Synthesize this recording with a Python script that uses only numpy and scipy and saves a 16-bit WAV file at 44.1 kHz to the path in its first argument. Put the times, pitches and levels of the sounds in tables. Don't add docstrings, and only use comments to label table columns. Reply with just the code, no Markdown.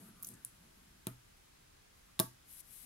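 import sys
import numpy as np
from scipy import signal
from scipy.io import wavfile
from scipy.ndimage import uniform_filter1d

SR = 44100
rng = np.random.default_rng(int(sys.argv[2]) if len(sys.argv) > 2 else 0)


def decibels_to_gain(level_db):
    exponent = np.asarray(level_db, float) / 20
    return 10 ** exponent


def int16_out(signal):
    q = np.round(np.clip(np.atleast_2d(signal).T, -1, 1) * 32767)
    wavfile.write(sys.argv[1], SR, q.astype(np.int16))


N = 125685
T = np.arange(N) / SR
OPPOSITE = np.array([[1], [-1]])

# (frequency [Hz], level [dB], time to fall 60 dB [s])
TABLE_MODES = [(124, -6.5, 0.31), (172, -3, 0.062), (198.3, -1.5, 0.075), (252.5, 6, 0.042),
               (342.7, 0, 0.062), (396, -12.5, 0.082), (480, -12, 0.08), (646, -2.5, 0.067),
               (755, -26, 0.05), (895, -1.5, 0.057), (1137, -4, 0.048), (1300, -16, 0.032),
               (1604, -10, 0.1), (1950, -31, 0.1)]
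# (frequency [Hz], lead [radians])
TABLE_PHASE = [(100, 0.067), (200, 0.46), (350, 1.07), (650, 0.43), (900, 2.03), (1200, -0.055),
               (2000, 0.078)]
# (frequency [Hz], left over right [dB])
TABLE_PAN = [(100, 0.5), (350, 0.5), (650, -5.5), (900, -10.5), (1200, -3), (2000, -12)]
# (time [s], level [dB])
DRAG_PATH = [(0, -58), (.03, -60), (.055, -60), (.09, -56.5), (.125, -65.5), (.24, -67), (.27, -61.5),
             (.3, -61.5), (.335, -55.5), (.37, -64.5), (.5, -76.5), (.63, -64.5), (.75, -71.5), (.95, -70),
             (1.05, -88.5), (2.82, -95.5), (2.842, -59)]
# (time [s], level [dB], centre [Hz])
CRINKLE = [(0, -88, 1376), (.016, -74, 1320), (.08, -70, 1410), (0.201, -73, 1271), (.235, -65.5, 1270),
           (.28, -83, 1510), (0.359, -70.5, 1683), (.43, -84, 1506), (.55, -80, 1624), (1, -94, 1400),
           (2.07, -93, 1100), (2.099, -64, 1280), (2.115, -91, 1274)]
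# (time [s], level [dB], left over right [dB])
SLIDE_PATH = [(0, -62.5, 5.5), (.09, -64.5, 4), (.13, -75.5, 6), (.22, -65.5, 2), (.275, -59, 8),
              (.32, -59.5, 6), (.36, -73, 10.5), (1.901, -79, 3), (1.98, -73, 2), (2.1, -75.5, 3),
              (2.439, -76.5, 3), (2.508, -55, 8), (2.55, -57.5, 7.5), (2.607, -51, 9), (2.622, -70, 12),
              (2.69, -64, 14), (2.74, -56.5, 12), (2.85, -58, 12.5)]
# (frequency [Hz], level [dB])
SLIDE_COLOUR = [(1200, -25), (3500, -15.5), (6000, -16.5), (9000, -7.5), (11200, 0.5), (12600, -5),
                (14000, -19), (16000, -28)]
# (time [s], pitch [Hz], level [dB])
SQUEAK = [(.07, 10450, -90), (.09, 10500, -72), (.105, 10500, -84), (.135, 10450, -71), (.16, 10100, -73),
          (.19, 9700, -78), (.21, 9700, -90)]
# start, full, still full, end (time [s])
CHATTER_S = (2.55, 2.585, 2.612, 2.62)
# (frequency [Hz], level [dB])
FLOOR_COLOUR = [(15, -36), (25, -1.5), (66, -3.5), (174, -10.5), (371, -13), (449, -16), (1470, -17),
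                (11400, -24.5), (15800, -40)]
# (frequency [Hz], correlation [-1 to 1])
FLOOR_LIKENESS = [(60, 1), (130, 0.8), (290, -0.098), (640, -0.68), (1410, 0.17), (3100, 0.032),
                  (6820, 0.02), (15000, -1.22)]
SNAP_S = [.2266, .2318, .2330, .2461, .2479, .2503, .2662, .2702, .2743, .2775, .2826, .2881, .3048, .3170,
          .3382, .3423, .353, .4488, 1.0693, 1.0696, 1.0802, 1.37, 2.1928, 2.1954, 2.1988, 2.1994, 2.2000,
          2.2011, 2.2032]
# (peak [dB], centre [Hz], burst decay [ms])
SNAPS = [(-27.5, 13000, 1.0), (-28.5, 14600, 1.0), (-36, 13000, 1.5), (-35.5, 6200, 1.8), (-31, 13200, 1.6),
         (-45, 7200, 1.3), (-45, 16000, 1.8), (-33, 10500, 1.4), (-36.5, 11000, 1.7), (-46, 9800, 1.5),
         (-45, 11500, 1.5), (-33, 9400, 1.2), (-48, 12000, 3), (-48, 11000, 1), (-42, 8200, 1.6),
         (-49, 8200, 1.3), (-53, 7600, 1.4), (-23, 10600, 0.74), (-25.5, 10400, 0.5), (-26.5, 13000, 0.9),
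         (-47, 12000, 1.2), (-60, 11000, 1.5), (-21.5, 9900, 0.8), (-40, 11000, 1.5), (-12.5, 11900, 0.51),
         (-15.5, 12000, 0.78), (-14.5, 11000, 0.65), (-23, 14700, 1.3), (-24, 9600, 1.7)]
# (time [s], level [dB], push length [ms], brightness [dB per octave], direction [sign])
KNOCKS = [
    (.449, -62.5, 4.4, -14, 1),
    (1.0692, -38, 0.63, -3.5, -1),
    (2.194, -43, 0.16, -6, 1),
    (2.1998, -34, 0.77, 2.5, 1),
]
KNOCK_LEAN_DB = [0, -8, 1, 0.5]
CRACK_S = [1.0692, 2.1927, 2.1988]
CRACK_DB = [-40, -32.5, -27]
# (frequency [Hz], level [dB], time to fall 60 dB [s])
CRACK_MODES = [
    [(1345, -9, 0.036), (1570, -10, 0.025), (1240, -13, 0.052), (2750, -2, 0.011), (3220, -2.5, 0.011),
     (3730, 4.5, 0.0055)],
    [(3710, 9.5, 0.0066), (1870, -2.5, 0.012), (3330, -4.5, 0.0087), (5000, -11, 0.0087),
     (7100, -15, 0.012), (1100, -2, 0.015)],
    [(3760, 1, 0.011), (4090, 0, 0.0063), (5227, 4, 0.0092), (1562, -13, 0.032), (7020, -2, 0.011),
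     (3350, -4, 0.009)],
]
SPLASH_DB = [-3.5, -5, -5.5]
SPLASH_HZ = [2560, 3940, 4200]
# (frequency [Hz], level [dB], time to fall 60 dB [s])
ROOM_BANDS = [(322, -28.5, 0.18), (1300, -25.5, 0.18), (2420, -35, .17), (4630, -42, 0.14),
              (6160, -39, 0.28), (11600, -38.5, 0.21)]


def unit(x):
    return x / np.sqrt(np.mean(x ** 2))


def read(table, hz):
    a = np.array(table, float)
    return np.interp(np.log(hz), np.log(a[:, 0]), a[:, 1])


def band(x, hz, width):
    return signal.lfilter(*signal.iirpeak(min(hz, .45 * SR), hz / width, fs=SR), x)


def steep_band(x, hz, width):
    return band(band(x, hz, width), hz, width)


def walk(rate):
    k = int(SR / rate)
    steps = np.repeat(rng.standard_normal(N // k + 1), k)
    return unit(uniform_filter1d(uniform_filter1d(steps, k), k)[:N])


def pair(likeness, size):
    c = np.clip(likeness, -.99, .99)
    shared, differing = rng.standard_normal((2, size))
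    return np.sqrt((1 + c) / 2) * shared + np.sqrt((1 - c) / 2) * differing * OPPOSITE


def pan(db):
    return decibels_to_gain(np.array([db / 2, -db / 2]).reshape(2, -1))


def add(out, s, x):
    i = int(s * SR)
    out[:, i:i + x.shape[1]] += x[:, :N - i]


def ring_table(force, tilt_db, lean_db=0):
    out = 0
    for hz, db, t60 in TABLE_MODES:
        pole = np.exp(2j * np.pi * hz / SR - np.log(1000) / (t60 * SR))
        ringing = signal.lfilter([1], [1, -pole], force)
        turn = np.exp(.5j * read(TABLE_PHASE, hz) * OPPOSITE)
        octaves = np.log2(hz / 200)
        shade_db = lean_db * np.clip(octaves, 0, 1.6)
        level = decibels_to_gain(db + tilt_db * octaves - abs(shade_db) / 2)
        out = out + level * pan(read(TABLE_PAN, hz) + shade_db) * (ringing * turn).imag
    return signal.sosfilt(signal.butter(4, 110, "high", fs=SR, output="sos"), out)


def crinkle_paper():
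    s, db, hz = np.array(CRINKLE, float).T
    low_pass = signal.butter(2, 360 / 2, fs=SR, output="sos")
    slow = signal.sosfilt(low_pass, pair(0.67, size=N) + 1j * pair(0.67, size=N))
    carrier = np.exp(2j * np.pi * np.cumsum(np.interp(T, s, hz)) / SR)
    return unit((slow * carrier).real) * decibels_to_gain(np.interp(T, s, db) + 2.9 * walk(25))


def drag_shapes():
    judder_db, tilt_db, hum_hz, hum_width_hz, hum_db = 1, -3, 196, 97, -3
    rub = rng.standard_normal(N) * decibels_to_gain(judder_db * walk(29.1))
    hum = steep_band(rub, hum_hz, hum_width_hz)
    scrape = unit(ring_table(rub, tilt_db)) + decibels_to_gain(hum_db) * unit(hum)
    return scrape * decibels_to_gain(np.interp(T, *np.array(DRAG_PATH).T) - 4.0)


def chatter():
    slips_per_s, most = 195, .45
    depth = most * np.interp(T, CHATTER_S, [0, 1, 1, 0])
    slip = np.cumsum(slips_per_s * (1 + .08 * walk(60))) / SR % 1
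    return 1 - depth + 2.6 * depth * np.exp(-slip / .2)


def squeak():
    s, hz, db = np.array(SQUEAK, float).T
    pitch = np.interp(T, s, hz) * (1 + .003 * walk(150))
    tone = np.sin(2 * np.pi * np.cumsum(pitch) / SR)
    return tone * decibels_to_gain(np.interp(T, s, db, -200, -200))


def slide_fingers():
    grain_db, flicker_db, press_hz, press_db_per_db = 2, 1, 14500, 1.1
    s, level_db, side_db = np.array(SLIDE_PATH, float).T
    db = np.interp(T, s, level_db)
    grain = decibels_to_gain(-grain_db * np.log(rng.random(N) + 1e-9))
    hiss = 0
    for hz in 1200 * 2 ** np.arange(0, 3.8, .25):
        strength = decibels_to_gain(read(SLIDE_COLOUR, hz) + flicker_db * walk(39.67))
        hiss = hiss + strength * steep_band(pair(0.16, size=N) * grain, hz, hz / 5)
    top = unit(band(pair(.1, size=N) * grain, press_hz, 3000))
    top = top * decibels_to_gain(press_db_per_db * (db + 53) - 9)
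    return (unit(hiss) + top) * chatter() * decibels_to_gain(db) * pan(np.interp(T, s, side_db)) + squeak()


def floor():
    level_db, air_hz, air_db = -66.5, 15200, -14.5
    out = 0
    for hz in 25 * 2 ** np.arange(0, 9.5, 1 / 3):
        noise = pair(read(FLOOR_LIKENESS, hz), size=N)
        out = out + decibels_to_gain(read(FLOOR_COLOUR, hz)) * steep_band(noise, hz, hz / 3)
    air = decibels_to_gain(air_db) * unit(steep_band(pair(0, size=N), air_hz, 3500))
    return (out / np.sqrt(np.mean(out.mean(axis=0) ** 2)) + air) * decibels_to_gain(level_db)


def snaps():
    ticks_per_s, scatter_db, likeness = 24000, -2, 0.069
    relative_width, broad_db, lead_db, pan_db = 0.38, -45, 7, 1
    after_db, after_ms, after_hz = -15, 2.25, 10660
    out, t = np.zeros((2, N)), T[:1024]
    for s, (db, hz, ms) in zip(SNAP_S, SNAPS):
        chance, size = rng.random((2, 1024))
        ticks = (chance < ticks_per_s / SR) * decibels_to_gain(-scatter_db * np.log(size + 1e-9))
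        x = pair(likeness, size=1024) * ticks * np.exp(-t * 1000 / max(ms, .2))
        x[0, 0] = x[1, 1] = decibels_to_gain(lead_db)
        rattle = steep_band(x, hz, relative_width * hz) + decibels_to_gain(broad_db) * np.diff(x, prepend=0)
        rattle = rattle / abs(rattle).max(axis=1, keepdims=True)
        after = unit(band(pair(0, size=1024) * ticks, after_hz, 2700))
        after = after * decibels_to_gain(after_db) * np.exp(-t * 1000 / after_ms)
        add(out, s, (rattle + after) * decibels_to_gain(db) * pan(pan_db))
    return out


def knocks():
    out, t = np.zeros((2, N)), T[:16384]
    for (s, db, ms, tilt_db, way), lean_db in zip(KNOCKS, KNOCK_LEAN_DB):
        push = np.sin(np.pi * np.clip(t * 1000 / ms, 0, 1)) ** 2
        add(out, s, np.sign(way) * decibels_to_gain(db) * ring_table(push / push.sum(), tilt_db, lean_db))
    return out


def cracks():
    rise_ms, port_spread, splash_width_hz, splash_t60 = 0.13, 1, 2800, 0.03
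    out, t = np.zeros((2, N)), T[:16384]
    for s, db, splash_db, modes, splash_hz in zip(CRACK_S, CRACK_DB, SPLASH_DB, CRACK_MODES, SPLASH_HZ):
        crack = 0
        for hz, mode_db, t60 in modes:
            phase = rng.random() * 2 * np.pi + port_spread * (rng.random() - .5) * OPPOSITE
            crack = crack + decibels_to_gain(mode_db - 60 * t / t60) * np.sin(2 * np.pi * hz * t + phase)
        splash = unit(band(pair(0.099, size=len(t)), splash_hz, splash_width_hz))
        crack = crack + decibels_to_gain(splash_db - 60 * t / splash_t60) * splash
        add(out, s, decibels_to_gain(db) * crack * (1 - np.exp(-t * 1000 / rise_ms)))
    return out


def room(x):
    alike_hz, relative_width, gap_s = 350, 0.79, 0.0025
    t, tail = T[:12000], 0
    for hz, db, t60 in ROOM_BANDS:
        noise = pair(min((alike_hz / hz) ** 2, .9), size=len(t))
        tail = tail + decibels_to_gain(db) * steep_band(noise, hz, hz * relative_width) * decibels_to_gain(-60 * t / t60)
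    return signal.fftconvolve(x, tail * (1 - np.exp(-t / gap_s)), axes=1)[:, :N]


def scene():
    soft = drag_shapes() + crinkle_paper() + slide_fingers() + floor()
    hits = snaps() + knocks() + cracks()
    hiss_top = signal.ellip(8, .1, 50, 15750, fs=SR, output="sos")
    return hits + signal.sosfiltfilt(hiss_top, soft + room(hits))


def roll_off(x):
    return signal.sosfilt(signal.butter(12, 17090, fs=SR, output="sos"), x)


def record(dry):
    finished = signal.sosfiltfilt(signal.ellip(8, .1, 60, 16700, fs=SR, output="sos"), dry)
    return roll_off(finished)


dry = scene()
out = record(dry)
int16_out(out)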